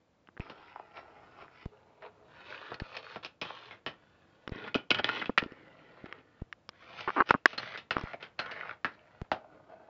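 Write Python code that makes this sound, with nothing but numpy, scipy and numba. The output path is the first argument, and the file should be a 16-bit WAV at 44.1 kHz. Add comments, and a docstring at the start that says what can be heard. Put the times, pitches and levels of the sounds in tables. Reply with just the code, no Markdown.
"""Marble on a toy track, hand-held camera

Small room, one microphone in the camera: a marble runs down plastic rails and ends circling a bowl.
Its rolling is a stream of tiny random impacts that ring the rails, coloured stretch by stretch.
At joints and drops it skips and clacks: a contact with chatter and room echo rings each spot's own resonances.
At no distance at all, fingers knock and rub on the case: short rings and trains of slips, both dry.
A dull pop, a small step and a swell of pressure, opens each new shot; faint air and hiss lie beneath.
"""
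import sys
import numpy as np
from scipy import signal
from scipy.fft import rfft, irfft
from scipy.io import wavfile
from scipy.ndimage import uniform_filter1d
from numba import njit

SR = 44100
rng = np.random.default_rng(int(sys.argv[2]) if len(sys.argv) > 2 else 0)


def unload_audio(sound):
    """Save the sound as a 16-bit wav file, at the path given as the first command line argument."""
    columns = np.transpose(np.atleast_2d(sound))
    # keep every value between -1 and 1, then stretch to whole-number steps
    steps = np.round(np.clip(columns, -1, 1) * 32767)
    wavfile.write(sys.argv[1], SR, steps.astype(np.int16))


N = 436149
HIT = 16384  # length of one blow in samples
AGE = np.arange(HIT) / SR  # seconds since a blow
TIME = np.arange(N) / SR
TOP_HZ = 7500  # top of the band the microphone hears


def undb(db):
    """Decibels to gain."""
    return 10 ** (np.asarray(db) / 20)


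def unit(x):
    """Scale to an energy of one."""
    return x / np.sqrt(np.sum(x ** 2) + 1e-18)


def level(x, db):
    """Scale to an rms level."""
    return unit(x) * np.sqrt(len(x)) * undb(db)


def add(out, s, x):
    """Mix x into out from time s."""
    i = max(int(s * SR), 0)
    out[i:i + len(x)] += x[:max(N - i, 0)]


def through(x, response):
    """Pass x through an impulse response."""
    return signal.fftconvolve(x, response)[:len(x)]


def butter(x, hz, kind, order=2):
    """Plain low-pass or high-pass."""
    return signal.sosfilt(signal.butter(order, hz, kind, fs=SR, output="sos"), x)


def steep(x, hz):
    """Steep low-pass."""
    return signal.sosfilt(signal.ellip(10, .2, 70, hz, fs=SR, output="sos"), x)


def colour(x, points, size=2048):
    """Causal filter whose gain follows (Hz, dB) points."""
    hz, db = np.transpose(points)
    bins = np.log(np.fft.rfftfreq(size, 1 / SR) + 1)
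    gain = undb(np.interp(bins, np.log(hz), db))
    # folding the cepstrum gives minimum phase, so nothing sounds before the blow
    cepstrum = irfft(np.log(gain))
    cepstrum[1:size // 2] *= 2
    cepstrum[size // 2 + 1:] = 0
    return through(x, irfft(np.exp(rfft(cepstrum))))


def walk(count, rate):
    """Smooth chance with a spread near one, taking `rate` new values a second."""
    steps = np.arange(count) * rate / SR
    return np.interp(steps, np.arange(4096), rng.standard_normal(4096))


def grains(count, rate, spread_db):
    """Random tiny impacts of uneven size, `rate` a second on average."""
    happens = rng.random(count) < rate / SR
    return happens * rng.standard_normal(count) * undb(spread_db * rng.standard_normal(count))


def tail(t60):
    """Dense reflections dying away by 60 dB in t60 seconds."""
    return unit(rng.standard_normal(HIT) * undb(-60 * AGE / t60))


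def resonance(hz, width, size=2048):
    """Response of one resonance, with a gain of one at its centre."""
    age = AGE[:size]
    ring = np.exp(-np.pi * width * age) * np.cos(2 * np.pi * hz * age)
    return np.pad(2 * np.pi * width / SR * ring, (0, HIT - size))


def body(modes, ring_db, detune):
    """Response of a struck thing: the contact itself plus its modes, detuned a little at random."""
    ring = np.zeros(HIT)
    for hz, width, db in modes:
        mode_hz = hz * (1 + detune * rng.standard_normal())
        ring += undb(db) * unit(np.exp(-np.pi * width * AGE) * np.cos(2 * np.pi * mode_hz * AGE))
    return unit((AGE == 0) + undb(ring_db) * ring)


def room(t60_low=0.26, t60_high=0.14, split_hz=650):
    """A small cluttered room, with its own decay for bass and treble."""
    low = butter(tail(t60_low), split_hz, "low", order=1)
    high = butter(tail(t60_high), split_hz, "high", order=1)
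    return unit((low + high) * (1 - np.exp(-AGE / 0.0023)))


def blow(x, tone, tilt_hz, weight_db, hardness_db):
    """Colour a blow: a heavier one has more bass, a harder one more treble."""
    return colour(colour(x, tone), list(zip(tilt_hz, (weight_db, 0, hardness_db))))


# Colour of the air in the small room. Each row: frequency in Hz, gain in dB.
QUIET_TONE = [(18, -48.5), (30, -21.5), (85, -3.5), (115, -3), (155, -5), (296, -8.5), (340, -4.5),
              (390, -16), (459, -6.5), (7520, -37.5), (9780, -49), (16500, -120)]


def quiet_room(air_db=-67.5, waver_db=-2.0, hiss_db=-87.5, hiss_low_hz=1500, hiss_top_hz=4500):
    """Faint wavering air, as coloured noise, over steady band-limited microphone hiss."""
    air = level(colour(rng.standard_normal(N), QUIET_TONE), air_db)
    air = air * undb(waver_db * walk(N, rate=1.6))
    hiss = butter(butter(rng.standard_normal(N), hiss_low_hz, "high", order=1), hiss_top_hz, "low")
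    return air + level(hiss, hiss_db)


def slips(length_s, slip_hz=365, jitter=.33, spread_db=2):
    """Skin sticks and lets go: an uneven train of pulses."""
    phase = np.cumsum(slip_hz * np.exp(jitter * walk(HIT, rate=slip_hz))) / SR
    pulses = np.diff(np.floor(phase), prepend=-1)
    return pulses * undb(spread_db * rng.standard_normal(HIT)) * (AGE < length_s)


# Ringing of the camera's case. Each row: frequency in Hz, width in Hz, level in dB.
CASE_MODES = [(360, 120, -8.5), (1190, 100, 0), (1650, 390, -6.5), (2780, 190, -0.5), (5440, 260, 14)]
# Fingers against the case, touching the microphone's housing; the row at 4.758 s is instead a dull thud that
# comes with the marble's clack just before it. # Each row: start in seconds, level in dB before colouring,
# weight (bass) in dB, hardness (treble) in dB, # pitch of the spot in Hz.
KNOCKS = [(0.273, -20, -22, -25, 2900), (0.288, -19.5, 9, -31, 1520), (0.3678, -17, -1, -37, 1560),
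          (0.376, -11.5, -2, -32, 1800), (4.477, -2.5, 3, -16.5, 1440), (4.494, -20, 15.5, -6, 295),
          (4.5594, -37, 37.5, 8, 298), (4.758, -7, 19, -4.5, 300), (5.2949, 2.5, 10, -60, 395),
          (5.299, -12.5, 20, -23, 400), (5.427, -26, 31, -8, 300), (5.4613, -31.5, 37, -7, 298),
          (5.521, -23, 17, -9, 298), (6.0416, -34, 34, -10, 288), (6.1259, -5, -4.5, -19, 1960),
          (6.527, -4, -19.5, -16.5, 1800), (6.6911, -7.5, 4, -4, 5130), (7.077, -2.5, 13.5, -45, 1130),
          (7.1038, 3, -8, -33, 1150), (7.204, 17, -12, -52, 1064), (7.2078, 16, -0.5, -51, 1330),
          (7.307, 18, -10, -24.5, 1130), (7.309, 19, 0.5, -33, 1010), (7.3417, 7, 8.5, -44, 1200),
          (7.348, 2.5, 13.5, -63, 1194), (7.4576, 26.5, -4, -24.5, 1680), (7.9674, 7, 9, -31, 1250),
          (7.9827, -4.5, 9, -14, 1170), (7.995, -15, 13, -6, 1200), (8.012, -10.5, 13, -9, 1200)]
# Colour shared by all knocks. 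Each row: frequency in Hz, gain in dB.
KNOCK_TONE = [(50, -9), (280, -1), (780, -2.5), (1550, -2), (2950, 1.5), (5000, -1.5), (7500, -36.5)]
# Where weight and hardness act on a knock: bass in Hz, pivot in Hz, treble in Hz.
KNOCK_TILT_HZ = (280, 1630, 4900)
# Fingers slipping over the case. Each row: start in seconds, end in seconds, level in dB.
RUBS = [(7.076, 7.094, -29), (7.164, 7.201, -27), (7.203, 7.224, -25.5), (7.348, 7.361, -40)]
# Colour shared by all rubs. Each row: frequency in Hz, gain in dB.
RUB_TONE = [(90, -35.5), (290, 6.5), (550, -4.5), (1100, 6), (1700, -4.5), (2800, -17), (4000, -41),
            (7000, -66)]


def handling(spot_width_hz=435, spot_db=-6.5):
    """Knocks and stick-slip rubs reach the microphone through the case, so they are dry."""
    out = np.zeros(N)
    for s, db, weight_db, hardness_db, hz in KNOCKS:
        spot = unit(resonance(hz, spot_width_hz))
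        case = body(CASE_MODES, ring_db=-7.0, detune=0.026)
        sound = case + undb(spot_db) * spot + tail(0.014) + undb(-30.0) * tail(0.065)
        add(out, s, undb(db) * blow(unit(sound), KNOCK_TONE, KNOCK_TILT_HZ, weight_db, hardness_db))
    for start, end, db in RUBS:
        case = body(CASE_MODES, ring_db=-22.0, detune=0.011)
        sound = colour(through(slips(end - start), case), RUB_TONE)
        add(out, start, unit(sound) * np.sqrt(abs(end - start) * SR) * undb(db))
    return out


# Stretches of the marble's rolling; a new row starts at a landing, a joint, a new shot
# or where the loudness trend changes.
# Each row: start in seconds, end in seconds, run-up in seconds, level in dB,
# speeding or slowing in dB per second, treble in dB relative to that level.
RUNS = [(0.389, 0.925, .01, -49, -20.5, -7.5), (0.931, 1.456, 0.0086, -56.5, 3, -11.5),
        (1.457, 1.634, 0.14, -55, -1, -2), (1.714, 2.33, 0.016, -61.5, -5, -19),
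        (2.21, 2.739, .28, -52.5, 1.5, -4.5), (2.806, 3.146, 0.022, -57.5, 16, -2.5),
        (3.225, 3.251, 0.0075, -54, 9, 3), (3.414, 3.745, 0.0064, -50, -23.5, 0),
        (3.875, 4.496, .01, -68.5, 2, -8), (4.511, 4.666, .01, -50.5, 36.5, -8.5),
        (4.757, 4.797, 0.013, -56.5, -22, -9.5), (4.9, 4.987, .005, -42, -5, -8.5),
        (5.027, 5.202, 0.026, -41.5, -3, -1.5), (5.377, 6.187, .01, -59, 1, -10.5),
        (6.186, 6.412, .01, -69.5, 11.5, -10.5), (6.693, 7.193, 0.28, -51.5, 4, -6),
        (7.25, 7.317, .02, -52, -6.5, -3), (7.458, 7.523, .01, -53.5, 5, -0.5),
        (7.575, 7.75, 0.0038, -44.5, -22.5, -4), (7.919, 8.126, 0.011, -48.5, -5, -11.5),
        (8.199, 8.241, 0.0069, -51.5, 9, -9), (8.379, 8.719, 0.012, -47.5, -4, -14),
        (8.854, 9.248, 0.014, -65.5, 3, -3), (9.327, 9.89, .01, -62.5, 5.5, -14.5)]
# The roll swells over a bump or kink in the track. Each row: time in seconds, gain in dB.
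BUMPS = [(.68, 2.5), (0.977, 13), (1.414, 8.5), (2.052, 18), (2.52, 5.5), (2.966, 6), (7.0, 4), (8.578, 4),
         (9.08, 0), (9.55, 5.5), (9.72, 7), (9.86, 2.5)]


def roll_gains(bump_s=0.032, dies_db_per_s=292, treble_growth=0.26):
    """Gains of the roll's bass and treble: each row fades in, follows a trend, swells on bumps, rings down."""
    swell_db = sum(db * np.exp(-((TIME - s) / bump_s) ** 2) for s, db in BUMPS)
    low, high = np.zeros(N), np.zeros(N)
    for start, end, run_up_s, db, db_per_s, treble_db in RUNS:
        here = slice(int(start * SR), int(end * SR) + HIT)
        age = TIME[here] - start
        ring_down_db = dies_db_per_s * np.maximum(TIME[here] - end, 0)
        change_db = db_per_s * age + swell_db[here] - ring_down_db
        drive = np.clip(age / run_up_s, 0, 1) * undb(change_db)
        # rows that overlap add as energies; a faster marble is brighter
        low[here] += (undb(db) * drive) ** 2
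        high[here] += (undb(db + treble_db) * drive ** (1 + treble_growth)) ** 2
    return np.sqrt(low), np.sqrt(high)


def travelling(force, t60=0.044, scatter_db=-1, size=8192):
    """Waves echo between the joints of the rails in a pattern that shifts as the marble moves on."""
    out = np.zeros(N)
    window = np.sin(np.pi * np.arange(size) / size)
    for i in range(0, N - size // 2, size // 2):
        piece = force[i:i + size]
        echoes = (AGE == 0) + undb(scatter_db) * tail(t60)
        add(out, i / SR, signal.fftconvolve(piece * window[:len(piece)], echoes))
    return out


def ticks(rate=55, low_hz=700, high_hz=5000, width_hz=330, spread_db=3, tick_db=-9.0):
    """The marble taps the rails at random, and each spot it taps rings briefly at its own pitch."""
    out = np.zeros(N)
    for when, pitch, size in rng.random((int(rate * N / SR), 3)):
        ring = resonance(low_hz * (high_hz / low_hz) ** pitch, width_hz)
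        add(out, when * N / SR, undb(spread_db * -np.log(size)) * ring)
    return level(out, tick_db)


def bending(x, lag_s=0.002038, lag_at_hz=1000, size=2048):
    """Bending waves carry the treble ahead of the bass, drawing each contact out into a short chirp."""
    hz = np.fft.rfftfreq(size, 1 / SR)
    turns = lag_s * np.sqrt(lag_at_hz) * (2 * np.sqrt(hz) - hz / np.sqrt(TOP_HZ))
    return through(x, irfft(np.exp(-2j * np.pi * turns))[:size // 2])


@njit
def band(x, hz, width):
    """Band-pass whose centre moves, with a gain of one at the centre."""
    y, b, low = np.empty(len(x)), 0., 0.
    for i in range(len(x)):
        g, k = np.tan(np.pi * hz[i] / SR), width / hz[i]
        v = (b + g * (x[i] - low)) / (1 + g * (g + k))
        b, low, y[i] = 2 * v - b, low + 2 * g * v, k * v
    return y


# A resonance of the rails slides as the marble travels between their supports, one curve per pass.
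# Each row of a curve: time in seconds, frequency in Hz.
SLIDES = [
    [(0.45, 1120), (0.85, 844), (1.208, 720), (1.238, 1190), (1.502, 1070), (1.62, 1770)],
    [(2.3, 1200), (2.572, 1600), (3.212, 930), (3.224, 1150), (3.696, 1070), (3.72, 1500)],
    [(8.42, 1330), (8.528, 1630), (8.556, 1430), (8.62, 1514), (8.648, 1338), (8.72, 1530)],
]


def sliding(x, width_hz=360.0, slide_db=-3):
    """Lift the resonance that slides along with the marble."""
    out = x.copy()
    for curve in SLIDES:
        s, hz = np.transpose(curve)
        here = slice(int(s[0] * SR), int(s[-1] * SR))
        out[here] += undb(slide_db) * band(x[here], np.interp(TIME[here], s, hz), width_hz)
    return out


# Ringing of the plain rails, then of the pieces with a shape of their own.
# Each row: frequency in Hz, width in Hz, level in dB.
RAIL_MODES = [(483, 420, 2), (1353, 49, 8), (1800, 190, 2.5), (2600, 140, 6.5), (2850, 130, 2),
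              (4176, 49, -8.5), (5087, 110, -3.5)]
RAMP_MODES = [(417, 16, 20), (642, 40, 16), (900, 84, 8.4)]
LOOP_MODES = [(1130, 41, 2.6), (1348, 42, 4.6), (2520, 160, 10.3), (5180, 250, 11)]
CHUTE_MODES = [(310, 320, 5.4), (1431, 49, 15), (2533, 55, 14), (2990, 86, 12), (3200, 60, 5),
               (3930, 90, 4), (4890, 120, 5.5)]
BOWL_MODES = [(637, 53, 11.5), (750, 78, 11.4), (825, 39, 8.5), (1236, 69, 13.6), (1366, 45, 13),
              (1500, 50, 9)]
# Colour of each stretch of track. Each row: frequency in Hz, gain in dB.
SPIRAL_TONE = [(50.0, -9), (212.0, -11), (398.0, 5.5), (481.0, -4.5), (790, 4), (1090, -5), (1320.0, 0),
               (3700, -29.5), (4300, -35.5), (5350.0, -32), (7500.0, -75)]
RAMP_TONE = [(50.0, -31), (330.0, -17), (398.0, 5), (1240.0, -3.5), (2040.0, -12), (2800.0, -10),
             (3180.0, -18), (4080.0, -19), (7500.0, -65)]
LOOP_TONE = [(50.0, -28.5), (106.0, 5.5), (257.0, 0.5), (546.0, 12), (702.0, 6.5), (1160.0, 6.5),
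             (1720, 7.5), (2040.0, -4), (2470.0, -2.5), (3550, -7), (4400, -14.5), (5250.0, -22.5),
             (6750.0, -30.5), (7500.0, -58.5)]
CHUTE_TONE = [(50.0, -31), (106.0, -1.5), (291.0, -3), (398.0, 1), (702.0, -6.5), (848.0, -4),
              (1160.0, -5.5), (1900, -3), (3380.0, -7), (6000, -32), (7500.0, -50.5)]
RUNOUT_TONE = [(50.0, -22), (146.0, -0.5), (512.0, 1.5), (619.0, -3.5), (1800.0, -3.5), (3400, -16),
               (5000, -27.5), (7500.0, -51.5)]
BEND_TONE = [(50.0, -25), (106.0, -8.5), (199.0, -3.5), (273.0, -14), (620, 0), (961.0, -4), (1400.0, -1),
             (3180.0, -3), (4350.0, -11), (6340.0, -24), (7190.0, -60), (7500.0, -64.5)]
BOWL_TONE = [(29, -50.5), (50, -15), (285, -1.5), (461, -5), (730, 1), (1210, -12.5), (1560, -17),
             (2040, -35), (2740, -41), (7500, -71), (9750, -71.5), (16500, -120)]
# Where the marble is. Each row: start in seconds, end in seconds, colour, modes.
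STRETCHES = [(.4, 1.66, SPIRAL_TONE, RAIL_MODES), (1.66, 2.28, RAMP_TONE, RAMP_MODES),
             (2.28, 4.52, LOOP_TONE, LOOP_MODES), (4.52, 5.35, CHUTE_TONE, CHUTE_MODES),
             (5.35, 6.42, RUNOUT_TONE, RAIL_MODES), (6.42, 8.95, BEND_TONE, RAIL_MODES),
             (8.95, 9.89, BOWL_TONE, BOWL_MODES)]


def rolling(spread_db=3.5, skip_db=-8, skip_growth=0.2, split_hz=2300):
    """The marble trips over fine roughness and skips more as the roll grows, voiced by each stretch."""
    low_gain, high_gain = roll_gains()
    liveliness = (low_gain / np.median(low_gain)) ** skip_growth
    roughness = unit(grains(N, rate=4000, spread_db=spread_db))
    skips = unit(grains(N, rate=180, spread_db=-0.5)) * undb(skip_db) * liveliness
    force = roughness + skips
    # even out the loudness, so that skipping changes only the grain
    force = force / np.sqrt(uniform_filter1d(force ** 2, size=4096) + 1e-18)
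    rails = sliding(bending(travelling(force) + ticks() * liveliness))
    out = np.zeros(N)
    for start, end, tone, modes in STRETCHES:
        here = slice(int(start * SR), int(end * SR))
        sound = colour(through(rails[here], body(modes, ring_db=-39.0, detune=.001)), tone)
        low = level(butter(sound, split_hz, "low", order=5), 0)
        high = level(butter(sound, split_hz, "high", order=5), 0)
        out[here] = low * low_gain[here] + high * high_gain[here]
    return out


# Pop at the start of a shot. Each row: start in seconds, swell in dB and leading tick in dB, both unfiltered.
POPS = [(.397, -21.5, -22.5), (1.6571, -22, -24), (2.817, -21, -43), (4.518, -22, -29), (6.417, -21.5, -35),
        (8.036, -22, -22), (9.216, -22.5, -18.5)]


def pops(lag_s=0.00365, width_s=0.00092, tick_s=0.00014, bass_hz=32, dull_hz=900):
    """A small downward step, then a swell of pressure that the low-pass rounds."""
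    out = np.zeros(N)
    for s, swell_db, tick_db in POPS:
        swell = undb(swell_db) * np.exp(-abs(AGE - lag_s) / width_s)
        tick = undb(tick_db) * np.exp(-AGE / tick_s)
        add(out, s, swell - tick)
    return butter(butter(out, bass_hz, "high", order=1), dull_hz, "low", order=1)


# Marble against track; each spot of the track has two resonances of its own.
# Each row: start in seconds, relative level in dB, weight (bass) in dB, hardness (treble) in dB,
# rattle in dB, relative room echo in dB, lower ring in Hz, upper ring in Hz, ring in dB.
CLACKS = [(0.497, -17, 8, 4.5, 27, -2.5, 1050, 3660, -3), (2.022, -7, -16.5, -14, 4, -7, 450, 1800, -12),
          (2.717, -4, 4.5, -36, 0, -8, 1590, 1750, -10), (2.743, -17, 4, 9, -5, -25, 1740, 4330, 13),
          (2.7995, -11.5, 7, 3, 2, -26, 1730, 4400, 11.5), (2.967, -13, 2, 12.5, 21, -19, 1150, 2600, -8),
          (3.158, -6, 3, -4.5, 25, -8, 750, 3340, -4), (3.247, -13.5, 8, 14.5, 45, -8.5, 1380, 2550, 5.5),
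          (3.413, -5, 2, 11, 28, -25, 2470, 4950, -6), (3.418, -7.5, 5, 2.5, 5, 1, 920, 2520, -11),
          (3.71, -17, 1, -9.5, -9, -0.5, 2140, 3200, 17.5), (3.8631, -5, 4, 2, -7, -1, 1840, 3010, 8.5),
          (4.677, 0.5, -12, -12, 12, -24, 1015, 1850, -9), (4.744, -3, -0.5, 5, 24, -5, 2460, 2970, 11.5),
          (4.749, 1, 7.5, -7, 13, -9, 1410, 3000, 2), (4.9053, 4.5, 5.5, 11, 12, -17.5, 2640, 3020, -1),
          (4.914, -3, 8.5, 11, -7, -22, 1510, 2200, 15.5), (4.9453, -3, -3.5, 7, 12, -15, 1430, 2980, 13.5),
          (4.986, 1, -2, -2, 11, -31, 1720, 3200, 11.5), (4.991, 3, 1, -10, 20, -25, 750, 2450, 8),
          (5.0438, 0.5, 2.5, 7, -7.5, -30, 1740, 3430, 15),
          (5.0903, 9.5, -7.5, -7.5, -5, -13.5, 1830, 2710, 2),
          (5.2129, 1, -10, -11.5, 14, -22, 1960, 2760, 15),
          (5.224, -0.5, -8, -12.5, -6, -12, 1360, 2150, 11), (5.244, -11, -5, -5, -10, -22, 1700, 3300, 2),
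          (5.2576, -8.5, -2, -1.5, -16, -5, 2620, 3320, 12),
          (5.377, 17, -11, -13, -12, -17.5, 1330, 1900, 4.5),
          (5.3823, -2, 1.5, 10.5, -1, -19, 1800, 2380, 17.5),
          (5.4209, -5, 1.5, -9, -7, -15, 1380, 2900, -8), (5.437, -15, 11, 5, -8, -12, 1370, 2830, 6),
          (6.058, -16, 5, -2, 2, -15, 1390, 1800, 2), (7.007, -13, 2, 10.5, 6, -18, 1220, 2660, -10),
          (7.2897, 0.5, -3.5, -3, 9, -4, 2670, 5250, 11), (7.53, -9, 0, -1.5, 10, -4, 1450, 2600, 2),
          (7.578, -11.5, 6.5, 13, 26, -21, 1710, 4190, 18), (7.629, 1, -12.5, -17, 16, -23, 1570, 2180, 1),
          (7.7465, -8, -3, -15, 2, -15, 2000, 3540, 16.5), (7.758, -8, -13, -12, -17, -25, 1460, 2070, 13),
          (7.7752, -8.5, -3, 3.5, -3, -2, 1980, 3680, 3), (7.9079, 4.5, -3.5, 1, 2, -7.5, 1440, 1730, 4.5),
          (8.133, -7.5, -1.5, -10.5, 15, -12.5, 680, 2260, 15.5),
          (8.2262, -12, 0, 4, 11, -3.5, 1500, 3100, 5.5), (8.3903, 0.5, -2, 3.5, 15, -7.5, 1520, 4200, 9.5),
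          (8.459, -5, -4, -7, 6, -24, 1400, 3200, 7.5), (8.5128, -5.5, -7.5, -2, 1, -4, 1450, 4500, 4),
          (8.6932, -5, -19, -16.5, -6, -21, 1410, 2500, 13.5),
          (8.71, -10.5, -3.5, -13.5, -10, -21, 2320, 3500, 18),
          (8.8457, 11.5, -9.5, -12, -4, -6, 1660, 2000, -4),
          (9.3161, 5, 2.5, -0.5, 3.5, -7.5, 740, 2660, -7.5)]
# Colour shared by all clacks. Each row: frequency in Hz, gain in dB.
CLACK_TONE = [(50, -6.5), (280, 2), (780, 1.5), (1550, -1), (2950, -2), (5000, -14), (7500, -34)]
# Where weight and hardness act on a clack: bass in Hz, pivot in Hz, treble in Hz.
CLACK_TILT_HZ = (616, 1670, 3000)


def clacks(rattle_s=0.0076, linger=0.06, clack_db=-1.13, echo_db=2, ring_db=-26, width_hz=161, bass_hz=70):
    """A hard first contact, then the struck spot rings, the loose joints chatter and the room answers."""
    out = np.zeros(N)
    for s, db, weight_db, hardness_db, rattle_db, room_db, lower_hz, upper_hz, spot_db in CLACKS:
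        decay = rattle_s * undb(linger * rattle_db)  # looser joints chatter for longer
        fade = np.exp(-AGE / decay) * (AGE < 3 * decay)
        chatter = unit(grains(HIT, rate=2500, spread_db=0.5) * fade)
        force = unit((AGE == 0) + undb(rattle_db) * chatter)
        force = force + undb(room_db + echo_db) * room()
        modes = next(modes for start, end, tone, modes in STRETCHES if s < end)
        spot = resonance(lower_hz, width_hz) + resonance(upper_hz, width_hz)
        sound = through(force, body(modes, ring_db, detune=.003) + undb(spot_db) * spot)
        add(out, s, undb(db + clack_db) * blow(sound, CLACK_TONE, CLACK_TILT_HZ, weight_db, hardness_db))
    return butter(bending(out), bass_hz, "high")


def scene():
    """Marble, hands, pops and room at one microphone."""
    marble = rolling()
    marble = marble + undb(-8.0) * through(marble, room())
    return (marble + clacks() + handling() + pops() + quiet_room())[None]


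def record(dry):
    """The camera rounds loud peaks and hears a narrow band; overloads past the knee snap above that band."""
    rounding, knee, squash, snap_top_hz = .72, .66, .2, 16000
    heard = steep(rounding * np.tanh(dry / rounding), TOP_HZ)
    overload = heard - np.clip(heard, -knee, knee)
    return steep(heard - squash * overload, snap_top_hz)


dry = scene()
out = record(dry)
unload_audio(out)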